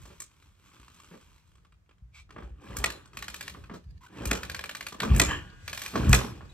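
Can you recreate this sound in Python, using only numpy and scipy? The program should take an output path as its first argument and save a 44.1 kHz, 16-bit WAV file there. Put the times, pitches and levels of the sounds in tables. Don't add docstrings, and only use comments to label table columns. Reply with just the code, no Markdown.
import sys
import numpy as np
from scipy import signal
from scipy.fft import rfft, irfft
from scipy.io import wavfile
from scipy.ndimage import uniform_filter1d

SR = 44100
rng = np.random.default_rng(int(sys.argv[2]) if len(sys.argv) > 2 else 0)


def transcribe(u):
    v = np.clip(np.atleast_2d(u).T, -1, 1)
    q = np.round(v * 32767).astype(np.int16)
    wavfile.write(sys.argv[1], SR, q)


N = 287973

# t/s, run-up/s, push/s, pumping level/dB, gears level/dB,
# clank level/dB, clank treble/dB, return spring level/dB
KICKS = [(2.8414, .13, 0.13, -46, -49.5, -15, -24, -67), (4.3128, 0.17, 0.07, -42, -45.5, -16, -19, -64),
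         (5.198, 0.076, 0.15, -30.5, -41, -7.5, -7, -50.5),
         (6.13, 0.079, 0.15, -27.5, -40, -6.5, -12, -61.5)]
# delay t/s, level/dB
CLANK_CONTACTS = [(0, -7.5), (.0017, -1), (.0036, -5), (.0065, -12)]
# t/s, level/dB, treble/dB, favoured ring f/Hz
RATCHET_TEETH = [(2.7682, -20.5, -5.5, 2570), (2.9023, -27, -18, 1890), (3.1711, -26, -18.5, 2460),
                 (3.2241, -26, -20.5, 1730), (3.2817, -26, -18.5, 1730), (3.3431, -27, -16.5, 2570),
                 (3.409, -26, -18.5, 1900), (3.479, -26, -18.5, 1850), (4.2547, -21.5, -9, 2440),
                 (4.4318, -25, -20.5, 1930), (4.4978, -24, -20, 1710), (4.5464, -24.5, -21, 1710),
                 (4.592, -25, -21.5, 1730), (4.6395, -24.5, -21, 2350), (4.6932, -25, -21.5, 1740),
                 (4.75, -25.5, -19, 1730), (4.8086, -25.5, -20.5, 2270), (4.8666, -24.5, -19, 2180),
                 (5.002, -18.5, -22, 1900), (5.148, -31.5, -13, 1260), (5.1624, -20, 0, 1208),
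                 (5.6785, -25, -20, 2520), (5.7302, -24, -18, 1860), (5.7755, -25, -16.5, 1910),
                 (5.8179, -24, -14, 1910), (5.8612, -25, -18, 2200), (6.0936, -21, 2.5, 1260)]
# first tooth t/s, last tooth t/s, jingle level/dB
LEVER_LIFTS = [(3.142, 3.48, -58.5), (4.496, 4.87, -60), (5.69, 5.86, -47.5)]
# start t/s, end t/s, level/dB
LEVER_NUDGES = [(2.364, 2.437, -52), (3.516, 3.764, -61)]
# t/s, level/dB, push length/s
LOW_THUMPS = [(0.793, -49, 0.005), (2.019, -41, 0.0072), (2.419, -36, 0.012), (2.502, -36.5, 0.012),
              (2.7, -37, 0.0056), (2.779, -29, 0.0078), (3.175, -41.5, 0.0023), (3.29, -44, .002),
              (3.45, -48, .002), (3.86, -37.5, 0.0086), (4.206, -36.5, 0.0033), (4.262, -24.5, 0.0053),
              (5.098, -17, 0.006), (5.111, -11, 0.0054), (5.153, -16.5, 0.0038), (5.26, -27.5, 0.0085),
              (5.999, -22.5, 0.0015), (6.07, -13.5, 0.0039), (6.094, -7.5, 0.0048), (6.431, -40.5, 0.0031)]
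# t/s, level/dB, treble/dB
SLACK_KNOCKS = [(0.054, -46, 6), (2.292, -53.5, -24), (2.3625, -38, -53), (2.382, -39.5, -43),
                (2.422, -43.5, -42), (2.873, -35, -11), (3.547, -40.5, -45), (3.697, -37, -42),
                (4.186, -47.5, -16), (4.35, -32, -1), (4.923, -36.5, -5), (4.945, -39.5, -20),
                (5.031, -21.5, -17), (5.051, -32, -30), (5.289, -29, -15), (5.316, -25.5, -16),
                (5.956, -19.5, -21), (6.139, -21, -28), (6.186, -31, -12), (6.195, -33.5, -5),
                (6.211, -27.5, -18), (6.245, -33, -15), (6.408, -42, -48)]
# t/s, level/dB, treble/dB, favoured ring f/Hz
DULL_BUMPS = [(.075, -55, -29, 330), (.102, -50.5, -17, 378), (1.113, -45, -36, 190),
              (1.138, -48.5, -30, 208), (2.382, -45.5, -21, 202), (3.568, -48.5, -28, 303),
              (3.712, -38, -22, 225), (3.738, -40, -4, 170), (4.207, -38.5, -17, 228),
              (4.316, -25, -21, 760), (5.217, -26, -21, 544), (5.937, -34.5, -17.5, 332),
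              (6.15, -29, -19, 524)]
# t/s, level/dB, treble/dB
BUCKLE_TICKS = [(0.0172, -51, 12), (0.2023, -28, 7.5), (0.2192, -36.5, 1), (0.342, -65, -22),
                (0.424, -54.5, -21), (0.66, -55.5, -17), (0.691, -56.5, -31), (0.715, -54, -36),
                (0.7638, -51.5, -41), (0.798, -49.5, -23), (0.831, -49, -24), (0.8812, -46, -21),
                (0.944, -52, -6), (0.9997, -46, -15), (1.045, -47, -16), (1.212, -53, -17),
                (1.2815, -64, -32), (1.474, -64, -9), (1.5165, -61, -18), (1.5543, -56.5, -19),
                (1.5817, -60, -26), (1.6484, -55, -28), (1.723, -55.5, -30), (1.861, -69, -40),
                (1.8921, -54, -36), (1.911, -56.5, -40), (1.9824, -65, -28), (2.3065, -42, -29.5),
                (3.0572, -46.5, -16), (3.1327, -45.5, -29), (3.639, -43.5, -35)]
# t/s, length/s, pitch f/Hz, level/dB
SOLE_SQUEAKS = [(4.004, 0.039, 1020, -60), (4.028, 0.034, 993, -55), (4.061, .013, 1495, -53.5),
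                (6.491, 0.02, 3700, -60.5)]
# t/s, rustle level/dB
RUSTLE_CURVE = [(0, -54), (.16, -56.5), (.3, -64), (.43, -61), (.56, -66), (.7, -58.5), (.9, -61.5),
                (1.05, -56.5), (1.38, -63.5), (1.6, -76), (1.8, -93)]
# t/s, level/dB
BREEZE_CURVE = [(0, -56.5), (0.299, -62.5), (1.299, -61.5), (1.9, -60), (2.6, -50.5), (3.3, -52),
                (3.9, -48.5), (4.1, -54.5), (4.5, -48.5), (4.9, -59), (5.3, -42.5), (5.7, -53), (6.1, -45),
                (6.53, -54)]

# f/Hz, level/dB, t60/s
LEVER_MODES = [(540, -18, 0.065), (667, -12, 0.057), (1202, -7.5, 0.037), (1414, -5, 0.026),
               (1740, 1, .025), (1925, -0.5, 0.039), (2077, -4, 0.026), (2220, -10, .022),
               (2524, 2.5, 0.03), (2645, -6, 0.03), (3495, -7.5, .026), (4137, -7, 0.012),
               (4340, -6, 0.026), (8020, -13, 0.013)]
PAWL_MODES = [(589, -13, 0.04), (1135, -4, 0.049), (1419, -4, 0.034), (1697, 1.5, 0.031), (1937, -8, 0.024),
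              (2411, -1, 0.038), (2900, -2, 0.023), (3664, -9.5, 0.027), (4480, -10.5, 0.055),
              (6720, -11.5, 0.036)]
FRAME_MODES = [(320, -16, 0.069), (458, -11.5, 0.06), (615, -8, 0.033), (990, -8, 0.057),
               (1155, 4.5, 0.035), (1330, -3.5, 0.026), (1727, -0.5, 0.019)]
SPRING_MODES = [(1157, -8, 1.2), (1453, -2, 2.4), (1482, -9, 2), (1620, -3, 2.4), (1674, -10, 2),
                (2406, -10, 1.3), (2546, -9, 1.1), (2880, -5, 1.3), (3080, -7, .9), (3289, -12, 2)]
PIPE_MODES = [(59.7, 9.5, 0.19), (85.4, 2.5, 0.15), (123.5, -3, 0.45), (199.7, -6, 0.19), (280, -14, 0.17)]
# multiple of the pitch, level/dB
GULP_OVERTONES = [(1, 1), (2.3, -14.5), (3.9, -18)]

# f/Hz, level/dB
CLANK_COLOUR = [(150, -30.5), (250, -13), (600, -10.5), (922, -9), (1250, -6), (1950, -1.5), (2280, -2.5),
                (2570, -5), (3060, -8), (3400, -6.5), (4730, -11.5), (7840, -4), (9490, -10.5),
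                (13200, -11.5), (16000, -28)]
PAWL_COLOUR = [(240, -41), (400, -21), (1710, -9), (2090, -11), (2430, -9), (2750, -11.5), (3810, -11),
               (6150, -15.5), (8110, -13.5), (9320, -14), (11900, -13.5), (16000, -24)]
KNOCK_COLOUR = [(88, -34.5), (150, 0.5), (395, -6.5), (844, -11.5), (1140, -5.5), (2350, -16.5),
                (3070, -17), (4080, -22.5), (7920, -26.5), (9220, -28), (14000, -34)]
BUMP_COLOUR = [(100, -23), (170, 6), (300, -4.5), (520, -8), (800, -19), (1250, -14), (3000, -29),
               (12000, -48)]
TICK_COLOUR = [(300, 0.5), (700, -25), (1150, 4.5), (1900, -10.5), (2600, -4), (4000, -13.5), (6000, -15.5),
               (8300, -10.5), (11000, -20), (16000, -29)]
GEAR_COLOUR = [(400, -18), (800, -6), (1180, 5), (1400, 0.5), (1750, 3.5), (2100, -5), (2500, 4),
               (4000, -3), (6300, -5.5), (8100, -2), (12000, -16), (16000, -20)]
CASE_COLOUR = [(200, -3.5), (300, -1.5), (400, 0.5), (540, -3), (660, -16.5), (820, -7), (1200, -43)]
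PUMP_COLOUR = [(45, -26), (65, -6), (98, -13.5), (112, -3), (122, -3), (134, -6.5), (160, -14.5), (198, 3),
               (245, -12.5), (283, -7.5), (400, -25.5), (600, -52.5)]
RECOIL_COLOUR = [(800, -16), (1170, -1), (1330, -19), (1480, -9), (1760, 5.5), (2050, -14), (2600, -9),
                 (3080, -0.5), (3500, -28), (7000, -39)]
PIVOT_COLOUR = [(500, -36), (1150, -6.5), (1850, -17), (2300, 2.5), (2900, -11), (3570, -10.5),
                (6500, -17.5), (7700, -13), (10300, -22), (14000, -29)]
CLOTH_COLOUR = [(250, -3.5), (700, -20.5), (950, -7), (1250, -6), (1900, -13), (2550, -9), (5000, -17.5),
                (8200, -15), (13000, -19), (16000, -25)]
WIND_COLOUR = [(12, -28), (20, -7.5), (75, -2), (145, -11.5), (184, -13), (207, -25.5), (505, -41.5),
               (612, -52), (700, -41), (910, -67.5), (1540, -120)]
AIR_COLOUR = [(100, -8), (300, -18), (700, -22), (1400, -21.5), (4000, -33), (8500, -34), (14000, -37)]

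# delay t/s, level/dB, smear/s
ECHOES = [(0.017, -13, 0.0016), (0.021, -15, 0.0064), (.036, -22, .003), (0.0594, -21.5, 0.0024)]
# f/Hz, phase/rad
PORT_PHASE = [(20, 0), (700, 1.42), (1900, 1.39), (4000, 2.5), (6200, 2.5), (7700, 9.5), (8600, 7),
              (10300, 8), (12900, -2.5), (15000, -16)]
# f/Hz, level/dB
PORT_COLOUR = [(6800, 0), (8100, -2.5), (8800, -1.5), (9350, -22), (10000, -9.5), (10700, -1.5),
               (13300, -8.5), (14600, -4), (16000, -12)]

REST_DB, BUILD_DB, COAST_DB_PER_S = -71, 4, 101
DRAG_PUMP_DB, DRAG_CASE_DB, DRAG_GEARS_DB = -55, -60.5, -59.5
JINGLE_BUILD_DB, JINGLE_RISE_DB_PER_S, JINGLE_FALL_DB_PER_S = 11, 1400, 107
NUDGE_RISE_DB_PER_S, NUDGE_FALL_DB_PER_S = 299, 135
JOLT_DB, JOLT_PUSH_S = -19.5, 0.0067
RECOIL_START_S, RECOIL_END_S, RECOIL_DB = 5.305, 5.34, -32.5
RECOIL_RISE_DB_PER_S, RECOIL_FALL_DB_PER_S = 417, 292
RING_LIFT_DB, RING_OCTAVES = 4, 0.25
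GULP_START_HZ, GULP_LOW_HZ, GULP_END_HZ, GULP_REBOUND_S, GULP_DB = 290.8, 120.1, 330, 0.161, -8.5
PUFFS_PER_S, PUFF_T60_S = 75, 0.062
PIVOT_START_S, PIVOT_END_S, PIVOT_DB, PIVOT_FIRST_HZ, PIVOT_LAST_HZ = 2.149, 2.206, -54.5, 230, 84.7
WALL_S, WALL_DB = 0.0175, -10
PORCH_DB, PORCH_T60_S = -18.5, 0.23
AIR_DB = -73.5
TOP_HZ = 16000


def clanks(gain_db=-2.5, ring_db=-2.0, crack_s=0.0009, rattle_db=-22, rattle_s=0.03,
           brighten=0.39, lead_s=0.001):
    out, t = np.zeros(N), np.arange(2 ** 14) / SR
    usual = np.median([kick[6] for kick in KICKS])
    contacts = sum(undb(db) * (t >= s) * np.exp(-np.abs(t - s) / crack_s) for s, db in CLANK_CONTACTS)
    hardest_s = max(CLANK_CONTACTS, key=lambda row: row[1])[0]
    for stop_s, *_, db, treble, _ in KICKS:
        rattle = chatter(rate=150, spread=5, hiss_db=-12, grain_s=0.002)[:len(t)]
        rattle = rattle * undb(rattle_db) * np.exp(-t / rattle_s)
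        crack = even(rng.standard_normal(len(t)) * contacts + rattle)
        crack = colour(crack, CLANK_COLOUR)
        crack = colour(crack, [(2500, 0), (7000, brighten * (treble - usual))])
        crack = crack * (t < t[-1] / 2)
        body = ring(LEVER_MODES, t, scatter_db=1, detune=0.006) * (1 - np.exp(-(t / hardest_s) ** 2))
        clank = peak_unit(crack) + undb(ring_db) * peak_unit(body)
        add(out, stop_s - lead_s, undb(db + gain_db) * peak_unit(clank))
    return out


def spring():
    out, t = np.zeros(N), np.arange(SR) / SR
    for s, *_, db in KICKS:
        coils = ring(SPRING_MODES, t, scatter_db=1, detune=0.0005)
        add(out, s, undb(db) * peak_unit(coils, size=2205))
    return out


def thumps(gain_db=0):
    out, t = np.zeros(N), np.arange(SR // 2) / SR
    column = sum(undb(db) * decay(t, t60) * np.cos(2 * np.pi * hz * t) for hz, db, t60 in PIPE_MODES)
    jolts = [(stop_s, clank_db + JOLT_DB, JOLT_PUSH_S) for stop_s, *_, clank_db, _, _ in KICKS]
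    for s, db, push_s in LOW_THUMPS + jolts:
        push = np.sin(np.pi * np.minimum(t / push_s, 1)) ** 2
        swing = signal.fftconvolve(push, column)[:len(t)]
        add(out, s, -undb(db + gain_db) * peak_unit(swing))
    return out


def gulps(waver=0.079, flutter_db=3.5):
    out, t = np.zeros(N), np.arange(SR // 10) / SR
    glide_hz = [GULP_START_HZ, GULP_LOW_HZ, GULP_LOW_HZ, GULP_END_HZ]
    for kick in KICKS:
        stop_s, _, push_s, db = kick[:4]
        glide_s = [-push_s - 0.04, -0.05, 0.04, GULP_REBOUND_S]
        puffs = np.zeros(N)
        for k, (late, pitch, size) in enumerate(rng.uniform(-1.016, 1, (int(PUFFS_PER_S), 3))):
            s = (k + late / 2) / PUFFS_PER_S - 0.5
            hz = np.interp(s, glide_s, glide_hz) * (1 + waver * pitch)
            note = sum(undb(gain) * np.sin(2 * np.pi * multiple * hz * t)
                       for multiple, gain in GULP_OVERTONES)
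            add(puffs, stop_s + s, undb(2 * flutter_db * size) * note * decay(t, PUFF_T60_S))
        out += spin(kick, db + GULP_DB, lash_db=-2.5) * puffs / np.sqrt(np.sum(puffs ** 2) / SR)
    return out


def cranking(pump_db=-4, case_db=-3.5, whirr_db=-2.0, patchy_db=2.0, nudge_whirr_db=-7):
    drag = sum(swell(*lift[:2], 0, JINGLE_RISE_DB_PER_S, NUDGE_FALL_DB_PER_S) for lift in LEVER_LIFTS)
    nudge = sum(swell(*row, NUDGE_RISE_DB_PER_S, NUDGE_FALL_DB_PER_S) for row in LEVER_NUDGES)
    pump = sum(spin(kick, kick[3], lash_db=-1.5) for kick in KICKS)
    pump = pump + undb(DRAG_PUMP_DB) * drag + nudge
    case = sum(spin(kick, kick[4], lash_db=3.5) for kick in KICKS)
    case = case + undb(DRAG_CASE_DB) * drag + nudge
    whirr = sum(spin(kick, kick[4], lash_db=4.0) for kick in KICKS)
    whirr = whirr + undb(DRAG_GEARS_DB) * drag + undb(nudge_whirr_db) * nudge

    air = unit(colour(rng.standard_normal(N), PUMP_COLOUR))
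    air = air / np.sqrt(uniform_filter1d(air ** 2, size=1323))
    teeth = chatter(rate=190, spread=5.3, hiss_db=-2.0, grain_s=0.0055) * undb(patchy_db * walk(70))
    scrape = grains(rate=1300, low_hz=550, high_hz=3800, spread=2.8, cycles=4)
    scrape = scrape + undb(-4) * unit(teeth)
    churn = undb(pump_db) * pump * air
    rumble = undb(case_db) * case * unit(colour(teeth, CASE_COLOUR))
    return churn + rumble + undb(whirr_db) * whirr * unit(colour(scrape, GEAR_COLOUR))


def ratchet():
    return blows(RATCHET_TEETH, PAWL_MODES, PAWL_COLOUR, gain_db=-6.5, ring_db=-3.5, rise_s=0.0023,
                 crack_s=0.0027, rattle_db=-20.0, rattle_s=0.025, lead_s=0.0012, brighten=1.9,
                 detune=0.044)


def loose_parts(shaken_db=-13, linger_db=-58, linger_db_per_s=45):
    hollow = unit(colour(chatter(rate=260, spread=2.0, hiss_db=-3, grain_s=0.0026), RECOIL_COLOUR))
    jingle = unit(colour(chatter(rate=450, spread=4.3, hiss_db=0, grain_s=0.003), PAWL_COLOUR))
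    rising = sum(swell(*lift, JINGLE_RISE_DB_PER_S, JINGLE_FALL_DB_PER_S, JINGLE_BUILD_DB)
                 for lift in LEVER_LIFTS)
    shaken = undb(shaken_db) * sum(spin(kick, kick[4], lash_db=5) for kick in KICKS)
    stages = [(RECOIL_DB, RECOIL_FALL_DB_PER_S), (linger_db, linger_db_per_s)]
    recoil = sum(swell(RECOIL_START_S, RECOIL_END_S, db, RECOIL_RISE_DB_PER_S, fall)
                 for db, fall in stages)
    return hollow * recoil + jingle * (rising + shaken)


def knocks():
    return blows(SLACK_KNOCKS, FRAME_MODES, KNOCK_COLOUR, gain_db=-3.0, ring_db=-1.0, rise_s=0.0041,
                 crack_s=0.0042, rattle_db=-17.0, rattle_s=0.023, lead_s=0.0015, brighten=0.67,
                 detune=0.016)


def bumps():
    return blows(DULL_BUMPS, FRAME_MODES, BUMP_COLOUR, gain_db=0.0, ring_db=-12.0, rise_s=0.0037,
                 crack_s=0.019, rattle_db=-28, rattle_s=0.023, lead_s=0.00239, brighten=0.75,
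                 detune=0.042)


def ticks():
    return blows(BUCKLE_TICKS, PAWL_MODES, TICK_COLOUR, gain_db=-4.0, ring_db=-7.5, rise_s=0.00072,
                 crack_s=0.0051, rattle_db=-13, rattle_s=0.016, lead_s=0.0006, brighten=0.8,
                 detune=0.075)


def pivot(slip_share=1.0, rise_db_per_s=1100, fall_db_per_s=1500):
    hz = np.interp(np.arange(N) / SR, [PIVOT_START_S, PIVOT_END_S], [PIVOT_FIRST_HZ, PIVOT_LAST_HZ])
    phase = np.cumsum(hz * (1 + 0.1 * walk(100))) / SR % 1
    slips = unit(colour(np.exp(-phase / slip_share) * rng.standard_normal(N), PIVOT_COLOUR))
    return slips * swell(PIVOT_START_S, PIVOT_END_S, PIVOT_DB, rise_db_per_s, fall_db_per_s)


def squeaks(waver=0.041, overtone_db=-13, scuff_db=-3):
    out = np.zeros(N)
    for s, length_s, hz, db in SOLE_SQUEAKS:
        n = int(length_s * SR)
        phase = 2 * np.pi * np.cumsum(hz * (1 + waver * walk(400)[:n])) / SR
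        scuff = unit(colour(rng.standard_normal(n), CLOTH_COLOUR))
        note = unit(np.sin(phase) + undb(overtone_db) * np.sin(2 * phase))
        add(out, s, undb(db) * (note + undb(scuff_db) * scuff) * signal.windows.tukey(n))
    return out


def clothes(gain_db=-3, patchy_db=1.5):
    creases = chatter(rate=320, spread=4.2, hiss_db=-0.5, grain_s=0.0027) * undb(patchy_db * walk(20.65))
    return undb(gain_db) * fader(*np.transpose(RUSTLE_CURVE)) * unit(colour(creases, CLOTH_COLOUR))


def wall(x, smear_s=0.0012):
    t = np.arange(2 ** 11) / SR
    stones = even(rng.standard_normal(len(t)) * (t >= WALL_S) * np.exp(-np.abs(t - WALL_S) / smear_s))
    sent = colour(x, [(70, -13.0), (300, -6.5), (560, 13), (1500, -8.5), (4000, 5), (9000, 3.0)])
    return undb(WALL_DB) * signal.fftconvolve(sent, stones)[:N]


def house(x, ground_db=-15, ground_s=0.0018, bass_db=-7, apart_hz=600):
    t = np.arange(SR // 2) / SR

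    def patch(delay_s, db, smear_s):
        mid, side = rng.standard_normal((2, len(t)))
        side = colour(side, [(apart_hz / 4, -7), (apart_hz, 3), (2 * apart_hz, 0)])
        burst = mid + side * np.array([[1], [-1]])
        burst = burst * (t >= delay_s) * np.exp(-np.abs(t - delay_s) / smear_s)
        return undb(db) * even(burst)

    ground = patch(0.00093, ground_db, ground_s)
    porch = patch(0.022, PORCH_DB, PORCH_T60_S / np.log(1000))
    response = ground + porch + sum(patch(*echo) for echo in ECHOES)
    sent = colour(x, [(150, bass_db), (500, 3.0), (1600, -2.5), (4000, 4.0), (12000, -5.7)])
    return signal.fftconvolve(sent[None], response, axes=1)[:, :N]


def outdoors(gain_db=-2, gust_db=4.0, side_db=-11):
    mid, side = colour(rng.standard_normal((2, N)), WIND_COLOUR)
    wind = unit(mid + undb(side_db) * side * np.array([[1], [-1]]))
    wind = wind * undb(gain_db + gust_db * walk(11)) * fader(*np.transpose(BREEZE_CURVE))
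    hiss = unit(colour(rng.standard_normal((2, N)), AIR_COLOUR))
    return wind + undb(AIR_DB) * hiss


def blows(rows, modes, noise, gain_db, ring_db, rise_s, crack_s, rattle_db, rattle_s, lead_s,
          brighten, detune):
    out, t = np.zeros(N), np.arange(2 ** 14) / SR
    usual = np.median([row[2] for row in rows])
    graze = 1 - np.exp(-(t / rise_s) ** 2)
    bite = 1 - np.exp(-(t / lead_s) ** 4)
    fade = np.exp(-t / crack_s) + undb(rattle_db) * np.exp(-t / rattle_s)
    for s, db, treble, *favoured in rows:
        tilt = brighten * (treble - usual)
        crack = colour(rng.standard_normal(len(t)), noise)
        crack = unit(colour(crack, [(2500, 0.0053), (7000, tilt), (13000, tilt)]))
        crack = peak_unit(crack * graze * fade)
        body = peak_unit(ring(modes, t, detune=detune) * bite)
        blow = crack + undb(ring_db - 0.25 * max(tilt, 0)) * body
        for hz in favoured:
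            reach = 2 ** RING_OCTAVES
            blow = colour(blow, [(hz / reach, 0), (hz, RING_LIFT_DB), (hz * reach, 0)])
            blow = blow * (t < t[-1] / 2)
        add(out, s - lead_s, undb(db + gain_db) * peak_unit(blow))
    return out


def ring(modes, t, scatter_db=2, detune=0.0035):
    hz, db, t60 = np.transpose(modes)[:, :, None]
    size, pitch, phase = rng.standard_normal((3, len(modes), 1))
    tone = np.sin(2 * np.pi * (hz * (1 + detune * pitch) * t + phase))
    return np.sum(undb(db + scatter_db * size) * decay(t, t60) * tone, axis=0)


def chatter(rate, spread, hiss_db, grain_s):
    size = (rng.random(N) < rate / SR) * undb(spread * np.minimum(rng.exponential(size=N), np.pi))
    power = signal.lfilter([1], [1, -np.exp(-2 / (grain_s * SR))], size ** 2)
    return np.sqrt(power / power.mean() + undb(2 * hiss_db)) * rng.standard_normal(N)


def grains(rate, low_hz, high_hz, spread, cycles):
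    out, t = np.zeros(N), np.arange(2 ** 9) / SR
    for when, pitch, size in rng.random((int(rate * N / SR), 3)):
        hz = low_hz * (high_hz / low_hz) ** pitch
        gain = undb(spread * min(-np.log(1 - size), np.pi))
        add(out, when * N / SR, gain * np.exp(-t * hz / cycles) * np.sin(2 * np.pi * hz * t))
    return unit(out)


def spin(kick, db, lash_db):
    stop_s, run_up_s, push_s = kick[:3]
    t = np.arange(N) / SR - stop_s
    early = np.maximum(-t - push_s, 0) / run_up_s
    run_up = -max(db - REST_DB, 1) * early ** 2
    push = np.interp(t, [-push_s, 0], [0, BUILD_DB])
    return undb(db + run_up + push + (t > 0) * (lash_db - COAST_DB_PER_S * t))


def swell(start_s, end_s, db, rise, fall, build_db=0):
    t = np.arange(N) / SR
    held = db + build_db * (np.interp(t, [start_s, end_s], [0, 1]) - 0.5)
    return undb(held - rise * np.maximum(start_s - t, 0) - fall * np.maximum(t - end_s, 0))


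def fader(s, db):
    return undb(np.interp(np.arange(N) / SR, s, db, left=-200, right=-200))


def walk(rate):
    k = int(SR / rate)
    steps = np.repeat(rng.standard_normal(N // k + 1), k)
    return unit(uniform_filter1d(uniform_filter1d(steps, k), k)[:N])


def decay(t, t60):
    return np.exp(-np.log(1000) * t / t60)


def on_bins(points, size):
    hz, value = np.transpose(points)
    return np.interp(np.log(np.fft.rfftfreq(size, 1 / SR) + 1), np.log(hz), value)


def colour(x, points):
    size = x.shape[-1]
    return irfft(rfft(x) * undb(on_bins(points, size)), size)


def even(burst):
    return irfft(np.exp(1j * np.angle(rfft(burst))), burst.shape[-1])


def undb(db):
    return 10 ** (np.asarray(db) / 20)


def unit(x):
    return x / np.sqrt(np.mean(x ** 2))


def peak_unit(x, size=176):
    return x / np.sqrt(uniform_filter1d(x ** 2, size).max())


def add(track, s, sound):
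    i = max(int(s * SR), 0)
    track[i:i + len(sound)] += sound[:max(N - i, 0)]


def ports(x, bearing):
    lead = bearing * on_bins(PORT_PHASE, N) * np.array([[1], [-1]])
    return irfft(rfft(x) * np.exp(0.5j * lead), N)


def scene():
    engine = clanks() + spring() + thumps() + gulps() + cranking()
    contacts = ratchet() + loose_parts() + knocks() + bumps() + ticks()
    bike = engine + contacts + pivot() + squeaks() + clothes()
    return ports(bike, bearing=0.55) + ports(wall(bike), bearing=-1.62) + house(bike) + outdoors()


def record(dry):
    bass_cut = signal.butter(5, 43, "high", fs=SR, output="sos")
    sound = signal.sosfilt(bass_cut, colour(dry, PORT_COLOUR))
    sound = 0.95 * np.tanh(sound / 0.95)
    return signal.sosfilt(signal.ellip(8, 0.2, 70, TOP_HZ, fs=SR, output="sos"), sound)


dry = scene()
out = record(dry)
transcribe(out)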